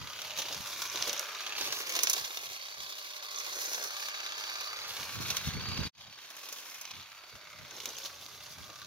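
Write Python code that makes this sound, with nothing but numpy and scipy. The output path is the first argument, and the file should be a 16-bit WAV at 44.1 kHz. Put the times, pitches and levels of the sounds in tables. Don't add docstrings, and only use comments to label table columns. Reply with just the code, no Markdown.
import sys
import numpy as np
from scipy import signal
from scipy.fft import rfft, irfft, next_fast_len
from scipy.io import wavfile
from scipy.ndimage import uniform_filter1d

SR = 44100
rng = np.random.default_rng(int(sys.argv[2]) if len(sys.argv) > 2 else 0)


def wav_out(sig):
    wavfile.write(sys.argv[1], SR, np.round(np.clip(np.atleast_2d(sig).T, -1, 1) * 32767).astype(np.int16))


N = 390726
TIME = np.arange(N) / SR

FREE_HZ, TEETH_PER_STROKE, INERTIA_S = 4602, 134.4, .05
CLACK_AT = .5
STIR_S, SETTLE_S = 0.031, 0.029

# (time [s], pitch [Hz])
MOTOR_PITCH = [(.35, 4600), (.5, 4420), (.85, 4310), (1.15, 4300), (1.35, 4570), (1.55, 4590), (1.7, 4250),
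               (1.9, 3950), (2.05, 3780), (2.15, 3950), (2.25, 4290), (2.48, 4110), (2.65, 4540),
               (2.9, 4460), (3.15, 4430), (3.3, 4540), (3.5, 4420), (3.72, 4100), (4.0, 4530), (4.5, 4600),
               (4.83, 4600), (4.98, 4330), (5.35, 4150), (5.65, 4560), (6.05, 4580), (6.5, 4200),
               (6.9, 4350), (7.25, 4590), (7.6, 4560), (7.9, 4020), (8.45, 4560), (8.86, 4600)]
# (time [s], level [dB])
WHINE_LEVEL = [(0, -62), (1.4, -58.5), (2.75, -58.5), (3.3, -57.5), (4.1, -57.5), (4.45, -50), (4.8, -50.5),
               (4.95, -55), (5.5, -51), (5.68, -45.5), (5.88, -45), (5.98, -62), (6.9, -67), (7.3, -66.5),
               (7.55, -70), (8.2, -66), (8.86, -68)]
# (time [s], fundamental [dB], octave [dB])
HUM_LEVELS = [(0, -14, -12), (.8, -10.5, -14), (2.3, -13, -12), (2.9, -9, -7), (3.4, -6.5, -10),
              (3.7, -17, -16), (4.3, -9.5, -9), (5.2, -40, -9), (5.8, -28, -21), (7.0, -25, -15),
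              (7.55, -11.5, -12), (8.86, -12.5, -10.5)]
# (time [s], head clatter [dB], twig rattle [dB], leaf hiss [dB])
BED_LEVELS = [(0, -50, -50, -59), (.3, -49.5, -47.5, -55), (.7, -49.5, -50, -50), (1.1, -45, -50.5, -50.5),
              (1.45, -46, -43.5, -56), (2.0, -46.5, -52.5, -58.5), (2.6, -55, -47, -56.5),
              (3.1, -55, -48, -53.5), (3.6, -46.5, -46, -57.5), (4.3, -47, -44, -57.5),
              (4.75, -44, -44.5, -54.5), (5.3, -48, -48, -62), (5.88, -46, -39.5, -55),
              (5.95, -60.5, -56, -72.5), (6.5, -52.5, -55.5, -63.5), (6.72, -53.5, -57, -53),
              (7.0, -56, -58.5, -64), (7.5, -54, -58, -67), (7.9, -54, -51.5, -56.5),
              (8.4, -55.5, -54, -57), (8.86, -56.5, -55.5, -59.5)]
# (time [s], low ring [dB], high ring [dB])
TINE_LEVELS = [(0, -55.5, -64), (.3, -53, -50), (.6, -56, -60), (1.05, -67, -56), (1.25, -59, -58),
               (1.52, -46, -55), (1.75, -51, -59), (2.5, -57.5, -62), (3.45, -67, -50), (3.7, -77, -53),
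               (4.05, -46.5, -50.5), (4.45, -50.5, -52), (5.2, -63, -62), (5.85, -49.5, -55),
               (6.0, -61, -65), (7.55, -65, -68), (8.5, -71, -67), (8.86, -59, -52.5)]
# (start [s], length [s], sprigs against the twig bed [dB],
# twig boost [dB], leaf boost [dB], bough boost [dB])
PUSHES = [(0.37, 0.19, -30, 4.5, 0, 17), (0.608, 0.38, 0, 3.5, 1.5, -9), (0.926, 0.25, 2, 8, 1, 14),
          (1.549, 0.34, -7, 6.5, 11, 15.5), (1.892, 0.36, -1, 10, 12.5, 15.5), (2.244, 0.29, -13, 0, 6, 17),
          (3.302, 0.25, -1, 1.5, 6.5, 7), (3.525, 0.35, 3.5, -3, 11.5, 13.5), (3.89, 0.21, -37, 1, 5.5, 8),
          (4.863, 0.36, -30, 1, 10, 5), (5.196, 0.3, -32, 3, 11.5, 5), (5.51, 0.33, -34, -4, -3.5, 11),
          (6.189, 0.37, -14, 2, 7, 2), (6.815, 0.22, -25, 6, -0.5, 4), (7.668, 0.39, -2, 3, 2, 15.5),
          (8.095, 0.32, -12, -0.5, -2, 11)]
# (time [s], level [dB], brightness [dB], length [factor], ring pitch [Hz])
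BRANCH_HITS = [(0.101, -35, -30, 0.49, 3080), (0.2177, -27, -17, 0.48, 5700), (0.375, -29.5, -14, 2, 4560),
               (0.386, -25.5, -14, 4.2, 5430), (0.419, -26.5, -25, 1.3, 2700), (0.5276, -29, -21, .7, 4380),
               (0.6594, -32, -19, 0.49, 4000), (0.8188, -24, -11, 1.2, 5700), (0.958, -25.5, -27, 1, 6150),
               (0.974, -24.5, -23, 0.32, 4860), (1.024, -18, -33, 0.35, 5040), (1.076, -27, -10, 2.4, 4500),
               (1.095, -22, -34, .8, 6300), (1.13, -23.5, -7, 0.81, 5860), (1.1944, -18.5, -3, 0.34, 6500),
               (1.6098, -24.5, -33, 1.7, 5840), (1.724, -21.5, -37, 1.3, 4200),
               (1.894, -26, -10, 1.5, 4200), (1.9228, -29, -7, 0.41, 5530), (1.952, -22.5, -12, 1.9, 5660),
               (1.9636, -21.5, -14, 1.5, 5900), (1.9902, -17.5, -29, 0.77, 6200),
               (2.0334, -12, -1.5, 0.96, 5770), (2.0713, -17.5, -35, 0.87, 5800),
               (2.0973, -16, -1.5, 1.7, 6050), (2.1317, -16.5, 5, 0.98, 5850),
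               (2.135, -19.5, -23, .7, 6100), (2.165, -28, -22, 1.1, 3720),
               (2.3721, -24.5, -18, 0.68, 3700), (3.7326, -25, -12, 1.4, 6200),
               (3.7445, -27, -24, 0.8, 6000), (3.8383, -28, -4, 1.2, 6070), (4.609, -26, -14, 0.5, 5030),
               (5.3024, -22, -17, 2.3, 2770), (5.368, -19, -15, 1, 3630), (5.689, -36, -30, 0.69, 3700),
               (6.3032, -38, -14, 1.3, 2830), (6.3669, -36, -8, .5, 3960), (6.487, -33.5, -11.5, 1.7, 5800),
               (6.5258, -29.5, -8, 1.4, 5700), (6.7441, -35, -9, .8, 6490), (6.8122, -30.5, -2, 1.2, 6230),
               (6.853, -30.5, -22, 0.58, 4000), (6.91, -31, -30, 0.58, 4200),
               (6.9142, -34, -36, 0.57, 3700), (7.802, -31, -32, 1, 3670), (7.8567, -24.5, -12, 0.65, 6030),
               (7.984, -30, -10, .7, 3700), (8.049, -33, -22, 3.1, 3650), (8.0582, -31, -19, 2.1, 3600),
               (8.2632, -32, -31, 0.26, 3770)]
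# (time [s], level [dB])
BOUGH_HITS = [(0.385, -50), (0.5, -47), (0.939, -45.5), (1.07, -47), (1.109, -52), (1.6, -47.5), (1.7, -56),
              (1.796, -60), (1.955, -45.5), (2.16, -46), (5.3, -56), (7.875, -52.5), (8.688, -56)]

# (frequency [Hz], level [dB])
HEAD_EQ = [(150, -41.5), (330, -12), (490, -11), (600, -6.5), (680, -7.5), (950, -0.5), (1170, -2),
           (1550, 0), (1850, -2.5), (2250, 1), (2800, -1.5), (4000, -8), (8000, -59.5)]
TINE_LOW_EQ = [(300, -27.5), (1200, -10.5), (1900, -11), (2500, 1), (3450, -3), (4200, -19.5), (7000, -8),
               (9000, -51)]
TINE_HIGH_EQ = [(300, -28), (1200, -12.5), (3000, -13), (3750, 2), (4550, -3), (5100, -6.5), (6500, -1),
                (7800, -28.5), (15000, -21)]
TWIG_EQ = [(120, -17.5), (350, -14.5), (800, -4.5), (2000, -9.5), (3100, -1), (3650, 1.5), (4200, -1),
           (5000, -2.5), (5950, -3), (6600, -4.5), (7400, -23), (8300, -18.5), (11000, -19), (16000, -19)]
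LEAF_EQ = [(100, -22.5), (400, -7), (1500, -9.5), (6000, 4.5), (7300, -3.5), (8300, -13.5), (9400, -8.5),
           (10300, -5), (12500, -3), (14500, -4), (16000, -8)]
THRASH_EQ = [(60, -17), (150, -11), (260, -6), (380, -2), (520, -3), (800, -5.5), (2000, -26)]
SPRIG_EQ = [(1000, -60), (4200, -17), (5300, -4), (5900, 5), (6500, 4), (7400, -20.5), (12000, -36)]
CRACK_EQ = [(150, -36), (450, -12), (1100, -7.5), (1900, -9), (2700, -1.5), (3700, 2.5), (4700, -1.5),
            (5900, 3.5), (6700, -3), (8200, -23.5), (10400, -17), (16000, -19.5)]
CLUNK_EQ = [(100, -33), (220, -5.5), (350, -4), (650, -4), (1000, -9), (2000, -12.5), (5000, -45)]
WIND_EQ = [(20, -25), (40, -21), (70, -3), (100, -2), (150, -3.5), (210, -8.5), (320, -16.5), (600, -26),
           (2000, -85)]

# (time [s], centre [Hz], boost [dB], boost of the upper ring [dB])
POLE_RESONANCE = [(0, 1270, 7, -1), (.8, 1150, 0.5, -0.5), (1.4, 1270, 5.5, -1.5), (2.3, 1110, 3.5, 1.5),
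                  (3.3, 1110, 7, -0.5), (4.7, 1140, 2.5, -2.5), (5.25, 1030, 0, 0.5),
                  (6.5, 1100, 5.5, -1.5), (6.9, 1150, 4, 1), (7.15, 1340, 6.5, -0.5), (7.4, 1460, 1, -3.5),
                  (7.8, 1164, 0, -1.5), (8.3, 1160, 1.5, -3.5), (8.75, 1140, 10, -2)]
# (time [s], downward tilt [0-1], left channel delay [samples])
MIC_AIM = [(0, 0.4, 1.5), (1.3, 0.43, -0.5), (2.0, 1, 9), (2.6, 1, 11), (4.7, 1, 8.5), (5.15, 0.4, -3),
           (6.7, 0, -2.5), (8.86, 0.44, 1)]
# (frequency [Hz], gain [dB])
GROUND_EQ = [(230, -11), (420, 0.5), (590, 0), (820, -0.5), (1200, 0), (1400, -0.5), (1620, 3.5),
             (1880, -1), (2300, 2.5), (2550, -1), (2800, 0), (3050, -2.5), (3500, -0.5), (4400, 1),
             (5300, 0.5)]
# (frequency [Hz], gain [dB])
LEFT_EQ = [(300, -0.5), (700, -2), (1400, 0.7), (2800, -1.1), (5500, -2), (9000, 1.5), (14000, 0.5)]
# (frequency [Hz], gain [dB])
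SHADE_EQ = [(500, 1), (1500, 0.5), (3500, -0.5), (6000, -1), (10000, -1.5)]
# (frequency [Hz], channel likeness [0-1])
STEREO_LIKENESS = [(100, 0.88), (300, 0.95), (600, 0.99), (1300, 0.74), (2800, 0.51), (5500, 0.46),
                   (12000, 0)]

# (time [s], level [dB])
BREEZE_LEVEL = [(0, -66), (.3, -66), (.9, -67), (1.35, -83), (1.7, -70), (2.0, -80), (3.1, -83.5),
                (3.7, -76), (4.2, -82), (4.7, -74.5), (5.1, -60), (5.4, -57), (5.87, -45), (5.95, -64),
                (6.4, -95), (6.9, -84), (7.6, -73), (8.3, -68), (8.86, -69)]
# (time [s], half width [s], level [dB])
WIND_GUSTS = [(.02, 0.036, -50.5), (.59, 0.035, -58), (1.01, 0.025, -62), (1.62, 0.036, -66),
              (2.22, 0.025, -64), (2.49, 0.038, -69), (2.81, 0.03, -66), (5.01, 0.015, -54),
              (5.195, 0.025, -43), (5.24, .012, -48), (5.282, .007, -46), (5.318, .012, -48),
              (5.38, 0.0092, -51), (5.48, 0.012, -38.5), (5.575, 0.027, -42.5), (5.695, 0.011, -40.5),
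              (5.75, 0.011, -46), (5.81, .018, -39.5), (6.08, 0.021, -62.5), (6.98, 0.028, -58.5),
              (7.35, 0.011, -56.5), (7.62, 0.055, -60.5), (8.52, 0.013, -61), (8.62, 0.043, -56.5),
              (8.84, .02, -62)]
# (time [s], level [dB], pitch [Hz])
WIND_BUFFETS = [(0.606, -41.5, 155), (5.205, -31, 230), (5.475, -29, 144), (5.488, -30, 131),
                (5.793, -26, 165), (5.855, -32, 178)]
# (time [s], gain [dB])
MASTER_FADE = [(5.87, 2), (5.9, -25), (5.915, -80), (5.93, -37), (5.95, -12.5), (5.985, 2)]


def amp(db):
    return 10 ** (np.asarray(db) / 20)


def unit(x):
    return x / np.sqrt(np.mean(x ** 2) + 1e-20)


def curve(rows, column=1, t=TIME):
    rows = np.array(rows)
    return np.interp(t, rows[:, 0], rows[:, column])


def spectrum_at(points, hz):
    f, value = np.transpose(points)
    return np.interp(np.log(hz + 1), np.log(f + 1), value)


def add(mix, s, sound):
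    part = mix[:, max(round(s * SR), 0):][:, :sound.shape[1]]
    part += sound[:, :part.shape[1]]


def wander(hz):
    coarse = rng.standard_normal(16384)
    rates = np.fft.rfftfreq(len(coarse), TIME[-1] / len(coarse))
    slow = irfft(rfft(coarse) * (rates < hz))
    return unit(np.interp(TIME, np.linspace(0, TIME[-1], len(slow)), slow))


def colour(x, eq):
    log_gain = np.log(amp(spectrum_at(eq, abs(np.fft.fftfreq(4096, 1 / SR)))))
    taps = np.fft.ifft(np.exp(np.conj(signal.hilbert(log_gain)))).real[:2048]
    return signal.oaconvolve(x, taps[None] / np.linalg.norm(taps), axes=1)[:, :x.shape[1]]


def causal(db):
    cepstrum = irfft(db * np.log(10) / 20, axis=0)
    half = len(cepstrum) // 2
    cepstrum[1:half] *= 2
    cepstrum[half + 1:] = 0
    return np.exp(rfft(cepstrum, axis=0))


def noise_pair(likeness=1.0):
    size = next_fast_len(N, real=True)
    left, other = rfft(rng.standard_normal((2, size), dtype=np.float32))
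    same = likeness * spectrum_at(STEREO_LIKENESS, np.fft.rfftfreq(size, 1 / SR))
    same = np.clip(same, 0, .99).astype(np.float32)
    right = same * left + np.sqrt(1 - same ** 2) * other
    return irfft(np.array([left, right]), size)[:, :N]


def texture(power, eq):
    return unit(colour(noise_pair() * np.sqrt(power), eq))


def die_away(power, decay_s):
    pole = np.exp(-1 / (decay_s * SR))
    tail = signal.lfilter([1 - pole], [1, -pole], power + 1e-12)
    return tail / tail.mean()


def collisions(per_s, spread_db):
    chance = rng.random(N) * SR / per_s
    hit, size = chance < 1, np.zeros(N)
    size[hit] = amp(spread_db * np.minimum(-np.log(chance[hit] + 1e-12), 4))
    return size


def grains(per_s, spread_db, decay_s):
    return die_away(collisions(per_s, spread_db) ** 2, decay_s)


def strokes(turns, at, spread_db):
    hits = np.flatnonzero(np.diff(np.floor(turns - at)) > 0)
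    accent = np.clip(rng.standard_normal(1000), -2, 2)
    power = np.zeros(N)
    power[hits] = amp(spread_db * accent[:len(hits)]) ** 2
    return power


def tine_clacks(turns, sag_hz):
    accent_db = 2.5 * np.exp(-sag_hz / 550)
    accent = amp(accent_db * np.cos(np.pi * (turns - CLACK_AT))) ** 2
    first, second = (strokes(turns, CLACK_AT - lead, spread_db=1.2) for lead in (.05, 0))
    return die_away(uniform_filter1d(accent * (0.72 * first + second), 30), decay_s=0.003)


def linkage_ticks(turns):
    first, second = (strokes(turns, CLACK_AT + lag, spread_db=1.8) for lag in (1 / 3, 2 / 3))
    return die_away(uniform_filter1d(first + .6 * second, 60), decay_s=0.0024)


def rake(turns, sag_hz):
    clack, tick = tine_clacks(turns, sag_hz), linkage_ticks(turns)
    shake = .7 + 0.22 * clack
    twigs = grains(700 * shake, spread_db=4.6, decay_s=0.0028)
    leaves = grains(1000 * shake, spread_db=5.5, decay_s=0.00074)
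    jolts = grains(400 * shake, spread_db=5.0, decay_s=0.0032)
    clatter = texture(0.3 + 0.29 * clack + 0.19 * tick + 0.22 * jolts, HEAD_EQ)
    head = amp(curve(BED_LEVELS) - 1.24) * clatter
    tree = foliage(clack, tick, shake, twigs, leaves, jolts) + sprigs()
    return head + tree + tine_ring(clack, tick)


def tine_ring(clack, tick):
    blows = clack + amp(-10) * tick
    low, high = texture(blows, TINE_LOW_EQ), texture(blows, TINE_HIGH_EQ)
    return amp(curve(TINE_LEVELS)) * low + amp(curve(TINE_LEVELS, column=2)) * high


def gears(turns, sag_hz):
    pitch_hz = (FREE_HZ - sag_hz) * (1 + 0.0026 * wander(hz=25))
    mesh_cycles = np.cumsum(pitch_hz) / SR + 0.12 * np.sin(2 * np.pi * turns)
    judder = .78 + sag_hz / 900
    whine = np.zeros((2, N))
    for channel in whine:
        tone = np.sin(2 * np.pi * mesh_cycles + judder * wander(hz=80))
        channel += tone * amp(2.4 * wander(hz=90))
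    whine *= amp(2.2 * wander(hz=18) + 2 * np.cos(2 * np.pi * turns))
    muffle_db = .011 * sag_hz
    return amp(curve(WHINE_LEVEL) + 3.0 - muffle_db) * unit(whine) + motor_hum(mesh_cycles / 7.5)


def motor_hum(shaft_turns):
    hum = np.zeros(N)
    for harmonic in (1, 2):
        tone = np.sin(2 * np.pi * harmonic * shaft_turns + 1.05 * wander(hz=35))
        flutter_db = 2.6 * wander(hz=20)
        hum += amp(curve(HUM_LEVELS, column=harmonic) + flutter_db - 1.5) * tone
    return amp(curve(BED_LEVELS)) * hum


def foliage(clack, tick, shake, twigs, leaves, jolts):
    scrape = noise_pair() * np.sqrt(0.4 + 0.17 * clack + 0.1 * tick + 0.33 * twigs)
    taps = twig_taps(900 * shake, spread_db=3.0, ring_cycles=6.2)
    rattle = unit(colour(scrape + 0.5 * taps, TWIG_EQ))
    hiss = texture(0.65 + 0.015 * clack + 0.031 * tick + 0.42 * twigs + 0.2 * leaves, LEAF_EQ)
    thrash = texture(0.22 + 1.1 * jolts, THRASH_EQ)
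    sway_db = 1.93 * wander(hz=16)
    twigs_db = curve(BED_LEVELS, column=2) + push_boost(column=3) + .5 * sway_db
    leaves_db = curve(BED_LEVELS, column=3) + push_boost(column=4) + sway_db + 3.5
    boughs_db = curve(BED_LEVELS) - 23 + push_boost(column=5)
    return amp(twigs_db) * rattle + amp(leaves_db) * hiss + amp(boughs_db) * thrash


def push_boost(column):
    boost_db = np.zeros(N)
    for push in PUSHES:
        start = max(round(push[0] * SR), 0)
        t = TIME[:N - start][:2 * SR]
        attack = 1 - np.exp(-t / STIR_S)
        release = np.exp(-np.maximum(t - push[1], 0) / SETTLE_S)
        boost_db[start:start + len(t)] += push[column] * attack * release
    return boost_db


def twig_taps(per_s, spread_db, ring_cycles, count=28):
    size, t = collisions(per_s, spread_db), np.arange(256) / SR
    onsets = np.flatnonzero(size)
    twig = rng.integers(count, size=N)[onsets]
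    hz = np.linspace(2100, 7000, count)[:, None]
    phases = rng.standard_normal((2, count, 1))
    rings = np.sin(2 * np.pi * hz * t + phases) * np.exp(-t * hz / ring_cycles)
    taps = rings[:, twig] * size[onsets, None]
    samples = (onsets[:, None] + np.arange(len(t))).ravel()
    return unit(np.array([np.bincount(samples, side.ravel(), N)[:N] for side in taps]))


def sprigs():
    gain = np.zeros(N)
    for start, length, db, *_ in PUSHES:
        attack = np.clip((TIME - start) / STIR_S, 0, 1)
        release = np.exp(-np.maximum(TIME - start - length, 0) / SETTLE_S)
        gain += amp(db) * attack * release
    patter = noise_pair() * np.sqrt(.2 + .8 * grains(400, spread_db=13.5, decay_s=0.002))
    return amp(curve(BED_LEVELS, column=2)) * gain * unit(colour(patter, SPRIG_EQ))


def branch_cracks(ring_width_hz=75):
    out, t = np.zeros((2, N)), np.arange(6000) / SR
    wood = colour(noise_pair(), CRACK_EQ)
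    treble = signal.sosfilt(signal.butter(2, 8500, "high", fs=SR, output="sos"), wood)
    attack = 1 - np.exp(-t / .00015)
    tail = amp(-21) * np.exp(-t / .022)
    for s, db, bright_db, length, hz in BRANCH_HITS:
        start = rng.integers(N - len(t))
        part = slice(start, start + len(t))
        snap = amp(-4) * np.exp(-t / 0.0004) / max(length, 1) ** 2
        body = .8 * np.exp(-t / (.005 * max(length, .1)))
        ring = np.sin(2 * np.pi * (hz * t + rng.random((2, 1)))) * np.exp(-np.pi * ring_width_hz * t)
        crack = unit(wood[:, part] + amp(bright_db + 18.0) * treble[:, part])
        add(out, s, amp(db - 4.0) * (attack * (snap + body + tail) * crack + amp(-13) * ring))
    return out


def bough_clunks(rise_s=0.011):
    out, t = np.zeros((2, N)), np.arange(8000) / SR
    bough = colour(noise_pair(), CLUNK_EQ)
    envelope = t / rise_s * np.exp(1 - t / rise_s)
    for s, db in BOUGH_HITS:
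        start = rng.integers(N - len(t))
        add(out, s, amp(db) * envelope * unit(bough[:, start:start + len(t)]))
    return out


def perspective(x, upper_ring_hz=2400, upper_width_hz=950):
    hz, t, frames = signal.stft(x, SR, nperseg=1024, noverlap=768)
    hz = hz[:, None]
    tilt, delay_s = curve(MIC_AIM, t=t), curve(MIC_AIM, column=2, t=t) / SR
    ground_db = spectrum_at(GROUND_EQ, hz) * tilt
    ring_hz, ring_db, upper_db = (curve(POLE_RESONANCE, column, t) for column in (1, 2, 3))
    hollow_db = ring_db * np.exp(-((hz - ring_hz) / 80) ** 2)
    hollow_db += upper_db * np.exp(-((hz - upper_ring_hz) / upper_width_hz) ** 2)
    ripple = uniform_filter1d(rng.standard_normal(frames.shape[1:]), size=4, axis=0)
    ripple = uniform_filter1d(ripple, size=45, axis=1)
    echoes_db = 1.9 * unit(ripple) / (1 + (hz / 7000) ** 2)
    frames = frames * causal(ground_db + hollow_db + echoes_db)
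    left_db = spectrum_at(LEFT_EQ, hz) + spectrum_at(SHADE_EQ, hz) * tilt
    frames[0] *= np.exp(-2j * np.pi * hz * delay_s) * amp(left_db)
    return signal.istft(frames, SR, nperseg=1024, noverlap=768)[1][:, :N]


def wind():
    lumps = amp(2.1 * np.array([wander(hz=24.4), wander(hz=26.7)]))
    out = gust_envelope() * unit(colour(noise_pair(likeness=0.25) * lumps, WIND_EQ))
    t = np.arange(-900, 900) / SR
    phases = np.array([[0], [1.3]])
    for s, db, hz in WIND_BUFFETS:
        bump = np.sin(2 * np.pi * hz * t + phases) * np.exp(-(t * hz / 0.46) ** 2)
        add(out, s + t[0], amp(db - 0.5) * bump)
    return out


def gust_envelope():
    power = amp(curve(BREEZE_LEVEL)) ** 2
    for s, width, db in WIND_GUSTS:
        near = abs(TIME - s) < 10 * width
        power[near] += (amp(db) / np.cosh((TIME[near] - s) / width)) ** 2
    return np.sqrt(power)


def scene():
    motor_hz = uniform_filter1d(curve(MOTOR_PITCH), round(INERTIA_S * SR))
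    sag_hz = FREE_HZ - motor_hz
    turns = np.cumsum(motor_hz) / SR / TEETH_PER_STROKE
    harvest = rake(turns, sag_hz) + gears(turns, sag_hz) + branch_cracks() + bough_clunks()
    return perspective(harvest) * amp(-0.23) + wind() * amp([[0.1], [1.3]])


def record(dry):
    low_pass = signal.firwin(511, 15800, window=("kaiser", 9), fs=SR)
    return signal.oaconvolve(dry * amp(curve(MASTER_FADE)), low_pass[None], "same")


dry = scene()
out = record(dry)
wav_out(out)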